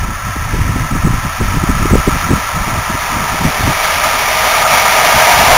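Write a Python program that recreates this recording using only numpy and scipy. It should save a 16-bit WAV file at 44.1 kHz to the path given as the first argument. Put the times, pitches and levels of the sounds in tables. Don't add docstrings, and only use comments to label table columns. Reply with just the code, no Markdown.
import sys
import numpy as np
from scipy import signal
from scipy.fft import rfft, irfft
from scipy.io import wavfile

SR = 44100
rng = np.random.default_rng(int(sys.argv[2]) if len(sys.argv) > 2 else 0)


def generate_wav(signal):
    frames = np.transpose(np.atleast_2d(signal))
    scaled = np.clip(frames, -1, 1) * 32767
    pcm = np.round(scaled).astype(np.int16)
    wavfile.write(sys.argv[1], SR, pcm)


N = 245637
TIME, FREQS = np.arange(N) / SR, np.fft.rfftfreq(N, 1 / SR)
WHEEL_TURN_S = 0.1147


def gain_of(db):
    return 10 ** (np.asarray(db) / 20)


def evened(x):
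    return x / np.sqrt(np.mean(x ** 2) + 1e-20)


def curves(rows):
    time_s, *columns = np.transpose(rows)
    return [np.interp(TIME, time_s, column) for column in columns]


def coloured(x, spectrum):
    hz, db = np.transpose(spectrum)
    gain = gain_of(np.interp(np.log(FREQS + 1), np.log(hz), db))
    low_skirt = np.minimum(FREQS / hz[0], 1) ** 2
    high_skirt = np.minimum(hz[-1] / (FREQS + 1), 1) ** 4
    return evened(irfft(rfft(x) * gain * low_skirt * high_skirt, N))


def steadied(x, seconds):
    window = signal.windows.hann(int(seconds * SR))
    power = signal.fftconvolve(x ** 2, window / window.sum(), "same")
    return x / np.sqrt(power + 1e-6)


def blend(a, b, share):
    share = np.clip(share, 0, 1)
    return np.sqrt(1 - share) * a + np.sqrt(share) * b


def wobble(rate_hz):
    noise = rng.standard_normal(N)
    return evened(irfft(rfft(noise) * np.exp(-(FREQS / rate_hz) ** 2), N))


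def approach():
    # (time [s], level [dB])
    swell = [(0, -2), (.45, .5), (1.0, -.6), (2.2, 1.3), (2.6, -1.1), (3.0, 0), (3.4, -.6), (3.85, 2),
             (4.2, 1.4), (5.2, 1.9), (5.57, -.3)]
    speed_m_per_s, passes_at_s, track_m, near_m = 33.3, 6.483, 18, 40
    roar_db_at_near, roar_db_per_doubling = -10.5, 7.6
    rush_db_at_near, rush_db_per_doubling = -11.2, 6.1
    along_m = speed_m_per_s * (passes_at_s - TIME)
    doublings = np.log2(np.hypot(along_m, track_m) / near_m)
    swell_db, = curves(swell)
    roar_db = roar_db_at_near - roar_db_per_doubling * doublings
    rush_db = rush_db_at_near - rush_db_per_doubling * doublings + swell_db
    return roar_db, rush_db


def rolling(far, near, nearness, repeating):
    def contact(spectrum):
        rail = rng.standard_normal(N)
        tread = np.resize(rng.standard_normal(round(WHEEL_TURN_S * SR)), N)
        return blend(coloured(rail, spectrum), coloured(tread, spectrum), repeating)
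    return steadied(blend(contact(far), contact(near), nearness), seconds=0.23)


def whine(waver_hz_at_600=2.517, fading=0.47):
    # (frequency [Hz], level re roar [dB], loudest at [s], Gaussian spread [s])
    tones = [(398, -21, 3.46, 1.37), (608, -22.5, 6.2, 1.4), (631.4, -14, 5.8, 2.2), (683, -10.5, 6.5, 1.5),
             (727, -11, 5.55, 0.42), (946, -10.5, 3.6, 1.8), (2226, -14, 4.6, 0.75)]
    out = np.zeros(N)
    for hz, db, loudest_s, spread_s in tones:
        waver_hz = waver_hz_at_600 * hz / 600 * wobble(6.05)
        turns = np.cumsum(hz + waver_hz) / SR
        beam = np.exp(-0.5 * ((TIME - loudest_s) / spread_s) ** 2)
        tone = (1 + fading * wobble(4.5)) * np.sin(2 * np.pi * turns)
        out += gain_of(db) * beam * evened(tone)
    return out


def train(far_db=-25.5, near_db=-14, rush_repeating=0.048, throb_peak_s=2.243,
          surge_s=0.016, shimmer_db=0.42, churn_db=0.8):
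    # (frequency [Hz], density [dB])
    roar_far, roar_near = [(250, -17), (470, -17.5), (610, -5.5), (900, -4), (955, -0.5), (1030, 3),
                           (1085, -2.5), (1130, -4), (1450, -14)], [(220, -15), (350, -18), (460, -9), (560, -5.5), (620, 2.5),
                                             (720, 2.5), (850, 1.5), (980, 3), (1060, -5.5), (1120, -3.5),
                                             (1450, -9.5)]
    song_far, song_near = [(1100, -18), (1170, -10.5), (1260, -13), (1278, -2.5), (1360, -1), (1398, -19),
                           (1500, -31)], [(1120, -31), (1180, 0.5), (1230, 1.5), (1290, -5.5),
                                             (1365, -6), (1400, -7), (1500, -38)]
    rush_far, rush_near = [(1000, -16.5), (1420, -8.5), (1600, -0.5), (1760, 1.5), (2000, -2), (2400, -4),
                           (2650, -7.5), (3300, -11), (3750, -11), (4000, -20.5), (4200, -36)], [(1000, -5), (1420, -5.5), (1600, 0.5), (1950, 0), (2120, 1.5),
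                                             (2250, 4), (2370, 0.5), (2650, -3.5), (3300, -4), (3750, -4.5),
                                             (4000, -8), (4200, -47)]
    bass_spectrum = [(45, -4), (100, -2), (180, -0.5), (260, -7), (350, -24)]
    # (time [s], level [dB])
    song_level = [(0, -27.5), (0.25, -25.5), (0.62, -28.5), (0.85, -24.5), (1.35, -25.5), (1.8, -21),
                  (2.5, -21.5), (3.0, -23), (3.2, -20), (3.5, -24), (4.0, -19), (4.35, -19.5), (4.7, -16.5),
                  (5.4, -18), (5.57, -21)]
    # (time [s], share of roar power [0-1], share of song power [0-1], song throb [dB])
    repetition = [(0, 0.24, 0.63, 0), (1.8, .27, 1, 1.), (2.3, 0.23, 0.88, 6), (2.8, 0.28, .55, -1),
                  (4.6, 0.22, 0.4, 2.4), (5.57, 0.12, 0.31, 4.5)]
    # (time [s], roar and song level [dB], rush level [dB])
    surges = [(3.725, 1.5, 1), (3.845, 2.5, 2.5), (4.055, 1.5, 1), (4.47, 1.5, 2), (4.65, 4.5, -3.5),
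              (4.735, 2.5, 3), (4.785, 0, 2.5), (5.088, 2, -0.5), (5.32, -2.5, 1.5)]

    roar_db, rush_db = approach()
    song_db, = curves(song_level)
    roar_repeating, song_repeating, throb_db = curves(repetition)
    nearness = np.clip((rush_db - far_db) / (near_db - far_db), 0, 1)
    surge_times, *surge_sizes = np.transpose(surges)
    surge_shapes = np.exp(-((TIME - surge_times[:, None]) / surge_s) ** 2)
    low_surge_db, high_surge_db = np.array(surge_sizes) @ surge_shapes
    throb = np.cos(2 * np.pi * (TIME - throb_peak_s) / WHEEL_TURN_S)

    bass = gain_of(-19.5) * coloured(rng.standard_normal(N), bass_spectrum)
    gear = rolling(roar_far, roar_near, nearness, roar_repeating) + whine() + bass
    rails = rolling(song_far, song_near, nearness, song_repeating)
    wheels = rolling(rush_far, rush_near, nearness, rush_repeating)
    roar = gain_of(roar_db + low_surge_db + churn_db * wobble(25.0)) * gear
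    song = gain_of(song_db + low_surge_db + throb_db * throb) * rails
    rush = gain_of(rush_db + high_surge_db + shimmer_db * wobble(10.6)) * wheels
    return roar + song + rush


def wind(lumpy_db=3.5, lumps_hz=22):
    # (start [s], length [s], rumble level [dB], flutter level [dB])
    gusts = [(0.0, .13, -17.5, -23), (0.256, 0.053, -19.5, -24), (0.362, 0.15, -20.5, -25),
             (.52, 0.17, -15, -22.5), (.69, .18, -19.5, -20), (0.92, 0.092, -17, -21),
             (1.026, .17, -13, -18.5), (1.23, 0.063, -21, -19), (1.394, 0.24, -16, -21),
             (1.674, 0.21, -14.5, -19), (1.905, 0.097, -9, -12.5), (2.054, 0.15, -17.5, -23.5),
             (2.224, 0.17, -20.5, -18.5), (2.545, .09, -19, -20), (2.67, .15, -21, -21),
             (2.87, 0.088, -30, -25), (3.108, 0.13, -27, -19), (3.311, .04, -24, -22), (3.40, .1, -26, -18),
             (3.59, .13, -21, -22), (3.957, .04, -28, -27), (4.05, .04, -31, -28), (4.428, .04, -35, -28),
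             (4.583, .04, -32, -29), (4.692, .05, -31, -26), (5.14, 0.044, -22, -23), (5.33, .11, -28, -19),
             (5.47, .1, -20, -19.5)]
    # (frequency [Hz], density [dB])
    rumble_spectrum, flutter_spectrum = [(8, -21), (22, 0.5), (45, 0), (90, -3.5), (130, -9), (260, -79)], [(50, -9), (100, 1), (160, 2), (250, -6),
                                                         (380, -17.5), (600, -23.5), (1200, -67)]
    rise_s, fall_s = 0.015, 0.019
    breeze_rumble_db, breeze_db_per_s, breeze_flutter_db = -25.5, -1.2, -39
    rumble_gain = gain_of(breeze_rumble_db + breeze_db_per_s * TIME)
    flutter_gain = gain_of(breeze_flutter_db)
    for start_s, length_s, rumble_db, flutter_db in gusts:
        rise = (TIME - start_s) / rise_s
        fall = (start_s + length_s - TIME) / fall_s
        gust = np.clip(0.5 + 0.5 * np.minimum(rise, fall), 0, 1)
        rumble_gain = np.hypot(rumble_gain, gain_of(rumble_db) * gust)
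        flutter_gain = np.hypot(flutter_gain, gain_of(flutter_db) * gust)
    rumble = steadied(coloured(rng.standard_normal(N), rumble_spectrum), seconds=0.19)
    flutter = steadied(coloured(rng.standard_normal(N), flutter_spectrum), seconds=0.091)
    lumpy_flutter = evened(flutter * gain_of(lumpy_db * wobble(lumps_hz)))
    return rumble_gain * rumble + flutter_gain * lumpy_flutter


def buffets(level_db=-0.5, octaves=0.63, suction=0.38):
    # (middle [s], level re level_db [dB], centre frequency [Hz], length [s])
    eddies = [(0.364, -17.5, 190, 0.012), (0.546, -15.5, 220, 0.029), (0.59, -14, 210, 0.0083),
              (0.618, -5.5, 75, 0.02), (0.705, -14, 161, 0.0071), (0.764, -9, 170, 0.0084),
              (0.926, -12, 150, 0.019), (0.954, -12, 220, 0.0089), (1.05, -6.5, 120, 0.017),
              (1.074, -8, 240, 0.011), (1.142, -14, 200, 0.007), (1.255, -17, 160, 0.0077),
              (1.412, -8, 196, 0.009), (1.45, -18, 180, 0.008), (1.547, -16, 210, 0.008),
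              (1.572, -11, 171, 0.011), (1.639, -7.5, 219, 0.009), (1.697, -6.5, 165, 0.015),
              (1.858, -8, 190, 0.011), (1.91, -14.5, 250, 0.01), (1.936, -1, 217, 0.0097),
              (1.956, -0.5, 276, 0.005), (2.082, -3, 270, 0.012), (2.311, -5.5, 220, 0.019),
              (2.333, -5.5, 180, 0.019), (2.68, -17.5, 190, 0.018), (2.904, -14.5, 168, 0.012),
              (2.95, -14, 165, 0.0083), (3.347, -18, 159, 0.011), (3.454, -8.5, 173, 0.026),
              (3.609, -13, 210, 0.0053), (3.679, -10, 189, 0.011)]
    out, size = np.zeros(N), 8192
    t, hz = (np.arange(size) - size // 2) / SR, np.fft.rfftfreq(size, 1 / SR)
    for middle_s, db, centre_hz, length_s in eddies:
        band = np.exp(-0.5 * (np.log2((hz + 1) / centre_hz) / octaves) ** 2)
        swell = np.exp(-2 * (t / length_s) ** 2)
        churn = swell * irfft(rfft(rng.standard_normal(size)) * band)
        dip = -np.exp(-abs(t) * 2 * np.pi * centre_hz)
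        eddy = blend(evened(churn), evened(dip), suction)
        eddy *= np.linalg.norm(swell) / np.linalg.norm(eddy)
        out += gain_of(db + level_db) * np.interp(TIME, middle_s + t, eddy, left=0, right=0)
    return out


def scene():
    pressure = train() + wind() + buffets()
    high_pass = signal.butter(1, 14, "highpass", fs=SR, output="sos")
    return signal.sosfilt(high_pass, pressure)[None]


def record(dry):
    hold_hz, edge_hz, ceiling = 8012, 15780, 0.96
    last_sample_s = np.floor(TIME * hold_hz) / hold_hz
    stairs = np.clip(np.interp(last_sample_s, TIME, dry[0]), -ceiling, ceiling)
    low_pass = signal.firwin(611, edge_hz, window=("kaiser", 8), fs=SR)
    return signal.fftconvolve(stairs, low_pass, "same")[None]


dry = scene()
out = record(dry)
generate_wav(out)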